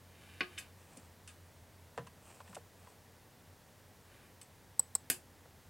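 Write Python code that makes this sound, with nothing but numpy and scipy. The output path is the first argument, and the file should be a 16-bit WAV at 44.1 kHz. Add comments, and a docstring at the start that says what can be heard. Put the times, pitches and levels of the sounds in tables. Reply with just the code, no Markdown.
"""A plastic set square knocks on a wooden board, each hit a crack plus ringing modes.
It is put down; a hand with a pencil settles beside it with dull knocks and makes a short mark,
the lead catching on the grain. Sharp dry clicks sound close by, then the set square snaps down
on the wood. Two faint, breath-like swells of resonant hiss come at the start and before the clicks.
A faint low hum and hiss fill the small workshop."""
import sys
import numpy as np
from scipy import signal
from scipy.fft import rfft, irfft, next_fast_len
from scipy.io import wavfile
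from scipy.ndimage import uniform_filter1d

SR = 44100
rng = np.random.default_rng(int(sys.argv[2]) if len(sys.argv) > 2 else 0)


def wrap_up_sound(samples):
    """Save the sound to the file named by the first command line argument, as 16-bit audio."""
    columns = np.atleast_2d(samples).T
    # keep every value between -1 and 1, then stretch to whole-number steps
    tamed = np.clip(columns, -1, 1)
    steps = np.round(tamed * 32767).astype(np.int16)
    wavfile.write(sys.argv[1], SR, steps)


N = 250929
TIME_S = np.arange(N) / SR
AGE_S = np.arange(SR // 2) / SR  # time since a blow
SIDE_SIGN = np.array([[1], [-1]])  # left, right


def amp(db):
    """Decibels to gain."""
    return 10 ** (np.asarray(db) / 20)


def unit_rms(x):
    """Scale to rms 1."""
    return x / np.sqrt(np.mean(x ** 2))


def unit_energy(x):
    """Scale to the energy of 10 ms at rms 1."""
    return x / np.sqrt(np.sum(np.atleast_2d(x) ** 2, axis=1).mean() / (SR // 100))


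def decay(t60_s):
    """Exponential decay after a blow."""
    return np.exp(-np.log(1000) * AGE_S / t60_s)


def onset(rise_s):
    """Exponential rise to 1."""
    return 1 - np.exp(-AGE_S / rise_s)


def colour(x, points):
    """Minimum-phase filter through (frequency [Hz], gain [dB]) points."""
    size = next_fast_len(x.shape[-1] + 4096) * 2
    hz, db = np.transpose(points)
    gain = amp(np.interp(np.log(np.fft.rfftfreq(size, 1 / SR) + 1), np.log(hz), db))
    cepstrum = irfft(np.log(gain))
    cepstrum[1:size // 2] *= 2
    cepstrum[size // 2 + 1:] = 0
    return irfft(rfft(x, size) * np.exp(rfft(cepstrum)))[..., :x.shape[-1]]


def butter(x, hz, kind, order=2):
    """Low-pass or high-pass."""
    return signal.sosfilt(signal.butter(order, min(hz, .45 * SR), kind, fs=SR, output="sos"), x)


def stereo_noise(side_db):
    """Half a second of mid/side noise."""
    mid, side = rng.standard_normal((2, len(AGE_S)))
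    return mid + amp(side_db) * side * SIDE_SIGN


def ring(modes, t60_scale, phase_rad=0):
    """Decaying modes; polarity and phase offset alternate between neighbours."""
    return unit_energy(sum((-1) ** k * amp(db) * np.sin(2 * np.pi * hz * AGE_S + (-1) ** k * phase_rad)
                           * decay(t60_s * t60_scale) for k, (hz, db, t60_s) in enumerate(modes)))


def stressed(modes, centre_hz, gain_db, log_width):
    """The struck spot favours or mutes the modes near one frequency."""
    return [(hz, db + gain_db * np.exp(-(np.log(hz / centre_hz) / log_width) ** 2), t60_s)
            for hz, db, t60_s in modes]


def add(out, time_s, x):
    """Mix x in at time_s."""
    start = int(time_s * SR)
    out[:, start:start + x.shape[-1]] += x[..., :N - start]


# hum envelope: (time [s], level [dB])
HUM_ENVELOPE = [(0, -63), (1.0, -63.5), (2.8, -65), (3.1, -69), (5.6, -65.5)]
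# hiss spectrum: (frequency [Hz], gain [dB])
HISS_EQ = [(15, -50.5), (25, -23), (59, -10.5), (69, -14.5), (91, -3.5), (116, -7.5), (260, -12.5),
           (322, -16.5), (457, -14), (703, -17), (919, -17.5), (1270, -22.5), (1900, -21.5), (2360, -26),
           (15500, -32.5)]
# hiss width: (frequency [Hz], side minus mid [dB])
HISS_SIDE_EQ = [(25, 0), (60, -11), (120, -14.5), (300, -13.5), (600, -46), (1000, -33.5), (1600, -22),
                (3000, -23.5), (5000, -47), (16000, -20)]


def room_tone(hum_hz=89.3, hum_width_hz=9, hiss_db=-61):
    """A fluttering narrow-band hum that dips halfway, and steady hiss, widest in the bass."""
    hum_noise, mid, side = rng.standard_normal((3, N))
    detune = (np.fft.rfftfreq(N, 1 / SR) - hum_hz) / hum_width_hz
    hum = irfft(rfft(hum_noise) / (1 + (2 * detune) ** 2), N)
    hum /= np.sqrt(uniform_filter1d(hum ** 2, size=SR // 4))
    hum_db = np.interp(TIME_S, *np.transpose(HUM_ENVELOPE))
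    hiss = colour(mid + colour(side, HISS_SIDE_EQ) * SIDE_SIGN, HISS_EQ)
    return amp(hum_db) * hum + amp(hiss_db) * unit_rms(hiss)


# set square on the board; also colours the swells: (frequency [Hz], level [dB], t60 [s])
SQUARE_MODES = [(200.6, -5, 0.19), (295, -2.5, 0.1), (361.7, 0, 0.28), (492, -9, 0.066), (717, -1.5, 0.13),
                (1103, 3, 0.14), (1234, 0.5, 0.2), (1496, 5.5, 0.09), (1618, -1, .15), (1664, 4, 0.082),
                (1895, -4, 0.079), (1965, 3, 0.04), (2190, 8, 0.04), (2400, 2, 0.083), (2545, 4, 0.1),
                (2690, 1.5, 0.07), (2900, 2, 0.056), (3030, 8.5, 0.039), (3400, -5, 0.065),
                (3580, 1.5, 0.074), (4450, -2.5, 0.086), (5190, 3, 0.06), (6300, 4, 0.099),
                (8050, 3, 0.076), (9600, 4, 0.073), (11130, 7, 0.083)]
# swell spectrum: (frequency [Hz], gain [dB])
SWELL_EQ = [(300, 3.5), (800, -3), (1300, -5), (1650, -0.5), (2020, -5), (2300, 5), (2550, -6), (2900, 0),
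            (3400, -9.5), (3750, -0.5), (4050, -9), (4500, -6.5), (6000, -16), (10000, -7), (16000, -32)]
# swells of hiss: (start [s], attack [s], hold [s], release [s], level [dB], boosted band [Hz])
SOFT_SWELLS = [(0.02, 0.28, .3, 0.13, -61, 2520), (4.01, 0.11, 0.14, 0.12, -66.5, 1500)]


def soft_swells(ring_db=-10.5, boost_db=5.5, width_oct=0.81, spread_db=7.5):
    """Two faint, breath-like swells of resonant hiss."""
    out = np.zeros(N)
    for start_s, attack_s, hold_s, release_s, db, band_hz in SOFT_SWELLS:
        noise = rng.standard_normal(N) * amp(spread_db * rng.standard_normal(N))
        ringing = signal.fftconvolve(noise, ring(SQUARE_MODES, t60_scale=0.44))[:N]
        ringing = butter(ringing, 5500, "low", order=4)
        hiss = unit_rms(noise) + amp(ring_db) * unit_rms(ringing)
        eq = [(hz, gain_db + boost_db * np.exp(-(np.log2(hz / band_hz) / width_oct) ** 2))
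              for hz, gain_db in SWELL_EQ]
        envelope = np.interp(TIME_S, start_s + np.cumsum([0, attack_s, hold_s, release_s]), [0, 1, 1, 0])
        out += amp(db) * envelope * unit_rms(colour(hiss, eq))
    return out


def plastic_wash(t60_scale, split_hz=9500, low_t60_s=0.15, high_t60_s=0.07, side_db=-11):
    """Dense short ringing of the plastic, central in the bass; the treble dies first."""
    mid, side = rng.standard_normal((2, len(AGE_S)))
    noise = mid + amp(side_db) * butter(side, 670, "high") * SIDE_SIGN
    low = butter(noise, split_hz, "low", order=1)
    high = noise - low
    return unit_energy(low * decay(low_t60_s * t60_scale) + high * decay(high_t60_s * t60_scale))


# plastic crack: (frequency [Hz], gain [dB])
CRACK_EQ = [(40, -2), (150, -8.5), (320, 0.5), (480, -5), (620, -9), (850, -8.5), (1350, -10), (1600, 0),
            (2000, -5), (2900, 1.5), (3300, -6), (4000, -8.5), (4500, -1), (6000, -4.5), (8000, 5),
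            (10200, 5), (11500, 3.5), (13000, 1.5), (16000, -5)]
# stereo lean of a blow: (frequency [Hz], left minus right [dB])
LEFT_EQ = [(1100, 0), (2000, 1.7), (3000, 0.5), (5000, 0), (9000, 0)]


def square_blow(contact_hz, low_cut_hz, t60_scale, crack_db, snap_db, tick_db, node_hz, spot_hz):
    """One contact: a crack (tick, snap, wash) over the modes; softer contact removes treble."""
    modes = stressed(SQUARE_MODES, node_hz, gain_db=-11, log_width=0.13)
    modes = stressed(modes, spot_hz, gain_db=4, log_width=0.33)
    attack = onset(rise_s=0.00021)
    ringing = attack * np.array([ring(modes, t60_scale, phase_rad=ear * 0.15) for ear in (1, -1)])
    burst = unit_energy(attack * stereo_noise(side_db=-24) * decay(t60_s=0.028))
    tick = amp(tick_db) * unit_energy(signal.unit_impulse(len(AGE_S)))
    snap = amp(snap_db) * unit_energy(burst + tick)
    crack = amp(crack_db) * unit_energy(colour(snap + plastic_wash(t60_scale), CRACK_EQ))
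    leak = amp(-37) * crack  # passes even a soft contact
    softened = butter(ringing + crack, contact_hz, "low", order=6) + leak
    left, right = butter(softened, low_cut_hz, "high")
    return unit_energy(np.array([colour(left, LEFT_EQ), right]))


# set square meets board or pencil: (time [s], level [dB], contact cut-off [Hz], low cut [Hz],
# crack [dB], snap [dB], tick [dB], t60 scale [ratio], muted modes [Hz], favoured modes [Hz],
# bounces [count], first gap [s], step per bounce [dB], last bounce cut-off [Hz])
SQUARE_HITS = [(0.4067, -29.5, 3970, 90, 5.5, -0.5, 8, 0.87, 880, 2220, 2, 0.0021, -6.5, 4200),
               (0.5764, -43.5, 4240, 1700, 2.5, -8, 2, 1.5, 980, 3200, 5, 0.0043, -2.12, 17000),
               (0.97, -60.5, 8900, 4380, 6, -3, -8, 0.73, 1050, 8300, 1, 0.0017, 4.5, 10004),
               (1.276, -50, 9600, 900, 8, -4, 2, 1.3, 2120, 3050, 1, .013, -7, 4000),
               (1.976, -58.5, 8800, 1200, 12, 13, -1, .5, 2150, 2700, 0, 0, 0, 0),
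               (2.070, -59.5, 8100, 1500, 6, 11, -11, 0.69, 2130, 2680, 1, .004, -5, 3000),
               (2.5474, -52.5, 10800, 1800, 5, 5, -8, 0.42, 1500, 3600, 1, .0056, 1.5, 8700),
               (4.414, -56, 10000, 2000, -1, 12, -4, 0.88, 1500, 4200, 0, 0, 0, 0),
               (5.1, -26, 15700, 60, 12.5, 2.5, -10.5, 1.05, 1190, 2900, 1, 0.0158, -15.5, 10500)]


def square_hits(left_bias_db=0.3, gap_ratio=0.85, bounce_t60_ratio=0.6, bounce_low_cut_hz=670):
    """The set square lands; any bounces come ever sooner, catch only the edge and ring briefly."""
    out = np.zeros((2, N))
    for (time_s, db, contact_hz, low_cut_hz, crack_db, snap_db, tick_db, t60_scale,
         node_hz, spot_hz, bounces, gap_s, step_db, last_hz) in SQUARE_HITS:
        timbre = crack_db, snap_db, tick_db, node_hz, spot_hz
        landing = square_blow(contact_hz, low_cut_hz, t60_scale, *timbre)
        add(out, time_s, amp(db + SIDE_SIGN * left_bias_db / 2) * landing)
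        for k in range(1, bounces + 1):
            time_s += gap_s * gap_ratio ** (k - 1)
            bounce_hz = contact_hz * (last_hz / contact_hz) ** np.sqrt(k / bounces)
            thin_hz = max(low_cut_hz, bounce_low_cut_hz)
            bounce = square_blow(bounce_hz, thin_hz, t60_scale * bounce_t60_ratio, *timbre)
            add(out, time_s, amp(db + k * step_db) * bounce)
    return out


# lead and hand sliding: (start [s], length [s], level [dB], time to peak [s])
SLIDE_STROKES = [(0.76, 0.33, -67, 0.21), (2.21, 0.22, -61, 0.094), (2.432, 0.17, -63, .09),
                 (2.777, 0.18, -68.5, .07)]


def stroke_pressure(attack_s=0.02, release_s=0.019, ease_db=-4):
    """Each stroke touches down, presses to a peak, eases and lifts."""
    pressure = np.zeros(N)
    for start_s, length_s, db, peak_s in SLIDE_STROKES:
        age_s = TIME_S - start_s
        gate = np.clip(np.minimum(age_s / attack_s, (length_s - age_s) / release_s), 0, 1)
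        pressure += gate * amp(db + np.interp(age_s, [0, peak_s, length_s], [ease_db, 0, ease_db]))
    return pressure


# sliding on the grain: (frequency [Hz], gain [dB])
SLIDE_EQ = [(200, 1), (600, 9.5), (1100, 6.5), (2100, -6.5), (2550, 4.5), (3100, -4), (4000, -8),
            (5500, -6.5), (6700, -4.5), (7600, 3), (8800, 2.5), (10500, -10), (16000, -20)]


def pencil_slide(grain_step_s=0.008, grain_db=2.0, spread_db=8):
    """Dense tiny catches over harder and softer lines of grain, following the pressure."""
    lines_s = np.arange(0, N / SR, grain_step_s)
    hardness_db = grain_db * np.interp(TIME_S, lines_s, rng.standard_normal(len(lines_s)))
    catches = rng.standard_normal(N) * amp(spread_db * rng.standard_normal(N) + hardness_db)
    return unit_rms(colour(catches, SLIDE_EQ)) * stroke_pressure()


# snags of the lead: (frequency [Hz], gain [dB])
GRIT_EQ = [(300, -7), (950, 12), (1700, -2.5), (2600, 5), (3600, -3), (7000, -7), (12000, -18)]


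def pencil_grit(snags_per_s=90, spread_db=2.6, relative_db=-5):
    """Coarser snags of the lead, each a tiny tick in the wood."""
    snags = (rng.random(N) < snags_per_s / SR) * amp(spread_db * rng.standard_normal(N))
    tick = rng.standard_normal(len(AGE_S)) * decay(t60_s=0.018)
    ticks = colour(signal.fftconvolve(snags, tick)[:N], GRIT_EQ)
    return amp(relative_db) * unit_rms(ticks) * stroke_pressure()


# hand-damped board: (frequency [Hz], level [dB], t60 [s])
WOOD_MODES = [(128, 7, 0.2), (166, -0.5, 0.3), (192.4, 2, 0.16), (250, -3.5, 0.13), (300, -7, 0.16),
              (470.5, 1, 0.17), (580, -12, 0.057), (697, -14, 0.092), (998, -3, 0.11), (1077, -2.5, 0.076),
              (1693, -8.5, 0.056), (1810, -3, 0.075)]
# board thud: (frequency [Hz], gain [dB])
THUD_EQ = [(80, -9), (250, -3), (550, 7.5), (1100, 1), (1900, 2.5), (2200, -8.5), (2700, 0.5), (4000, -2),
           (12000, 3)]
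# hand, pencil and set square on the board:
# (time [s], level [dB], contact cut-off [Hz], low cut [Hz], t60 scale [ratio], favoured modes [Hz])
BOARD_KNOCKS = [(0.969, -52, 330, 221, 0.89, 270), (1.9778, -36.5, 1390, 398, 1.25, 770),
                (1.987, -43, 145, 125, 1.2, 146), (2.068, -54, 1900, 900, 0.66, 1050),
                (2.404, -50.5, 1390, 950, 0.24, 930), (2.476, -60, 2190, 1500, 0.58, 1890),
                (2.489, -51, 220, 190, 1.6, 189), (2.531, -56, 1500, 955, 0.52, 1070),
                (2.567, -44.5, 900, 430, 0.5, 626), (2.872, -56.5, 1000, 1100, .7, 1070),
                (5.102, -49, 400, 260, 1, 273), (5.456, -58.5, 1530, 202, 0.54, 500)]


def board_knocks(tail_db=2.5, ring_db=-9.0):
    """A soft push on the board excites its low modes and a diffuse tail."""
    out = np.zeros((2, N))
    push = unit_energy(signal.unit_impulse(len(AGE_S)))
    for time_s, db, contact_hz, low_cut_hz, t60_scale, spot_hz in BOARD_KNOCKS:
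        tail = rng.standard_normal(len(AGE_S)) * decay(0.079 * t60_scale) * onset(rise_s=0.00095)
        thud = unit_energy(colour(push + amp(tail_db) * unit_energy(tail), THUD_EQ))
        modes = stressed(WOOD_MODES, spot_hz, gain_db=15, log_width=0.26)
        knock = butter(thud + amp(ring_db) * ring(modes, t60_scale), contact_hz, "low")
        add(out, time_s, amp(db) * unit_energy(butter(knock, low_cut_hz, "high")))
    return out


PING_HZ = 7990
# click body: (frequency [Hz], level [dB], t60 [s])
BODY_MODES = [(502, 2.5, 0.063), (933, -2, 0.024), (1047, 2, 0.019), (4060, 2, 0.019), (4450, 0, 0.0121),
              (5400, 10.5, 0.03), (7180, 8, 0.021), (7660, 10, 0.016), (8600, 3, 0.019), (9200, 13, 0.013),
              (11950, 13, 0.02), (14150, 10, 0.021)]
# click rattle: (frequency [Hz], gain [dB])
RATTLE_EQ = [(100, 6), (600, 5.5), (1050, 7.5), (1700, -2), (3200, -10.5), (4500, 4), (6300, -1), (7300, 5),
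             (8700, 10), (10500, -10), (12000, 4), (16000, -6)]


def click_contact(rise_s, t60_s, body_db, body_hz, pitch_ratio, flutter_hz=260, flutter_db=-7.5):
    """A high resonance swells and dies unevenly, over a small body and a brief rattle."""
    swell = (AGE_S / rise_s) ** 2 * np.exp(2 - 2 * AGE_S / rise_s)
    tail = 0.7 * onset(rise_s) * decay(t60_s)
    phase_rad = 2 * np.pi * PING_HZ * pitch_ratio * AGE_S
    flutter = amp(flutter_db) * unit_rms(butter(rng.standard_normal(len(AGE_S)), flutter_hz, "low"))
    ping = unit_energy((swell + tail) * np.sin(phase_rad) + tail * flutter * np.cos(phase_rad))
    rattle = unit_energy(colour(rng.standard_normal(len(AGE_S)) * decay(t60_s=0.027), RATTLE_EQ))
    modes = stressed(BODY_MODES, body_hz, gain_db=14.5, log_width=0.07)
    modes = [(hz * pitch_ratio, db, mode_t60_s) for hz, db, mode_t60_s in modes]
    body = unit_energy(rattle + amp(-3.0) * ring(modes, t60_scale=0.98))
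    return unit_energy(ping + amp(body_db) * body)


# double clicks: (time [s], level [dB], rise [s], ping t60 [s], body [dB], favoured modes [Hz],
# gap to second contact [s], its relative level [dB], its pitch [ratio])
DRY_CLICKS = [(4.415, -57, 0.00059, 0.11, -6, 4050, .003, -2, 1.1),
              (4.43, -62, 0.00054, .01, -9, 4050, 0.0036, -8, 1.04),
              (4.7937, -24, 0.0011, 0.022, -14, 903, 0.0034, -9, 0.99),
              (4.9518, -28, 0.00053, 0.002, -9.5, 1054, 0.0026, -7, 0.99)]


def dry_clicks():
    """A firm contact, then a softer one with more body and slightly shifted pitch."""
    out = np.zeros((2, N))
    for time_s, db, rise_s, t60_s, body_db, body_hz, gap_s, second_db, pitch_ratio in DRY_CLICKS:
        first = click_contact(rise_s, t60_s, body_db, body_hz, pitch_ratio=1)
        second = click_contact(rise_s * 1.54, t60_s, body_db + 5, body_hz, pitch_ratio)
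        delay_s = round(gap_s * PING_HZ) / PING_HZ  # in step with the ringing
        add(out, time_s, amp(db) * first)
        add(out, time_s + delay_s, amp(db + second_db) * second)
    return out


def walls(x, wet_db, t60_s, side_db, damping_hz=9500):
    """Add faint workshop reverberation; the walls absorb the treble."""
    response = stereo_noise(side_db) * decay(t60_s) * onset(rise_s=0.019)
    response = butter(response, damping_hz, "low")
    response /= np.sqrt(np.sum(response[0] ** 2))
    return x + amp(wet_db) * signal.fftconvolve(x, response, axes=1)[:, :N]


def scene():
    """Hits and swells carry into the room; knocks, clicks and pencil are close and central."""
    close = board_knocks() + dry_clicks() + pencil_slide() + pencil_grit()
    roomy = square_hits() + soft_swells()
    return (walls(roomy, wet_db=-18.0, t60_s=0.17, side_db=-2.0)
            + walls(close, wet_db=-30, t60_s=0.15, side_db=-40)
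            + room_tone())


def record(dry, top_hz=15900):
    """Steep elliptic low-pass."""
    return signal.sosfilt(signal.ellip(10, .2, 75, top_hz, fs=SR, output="sos"), dry)


dry = scene()
out = record(dry)
wrap_up_sound(out)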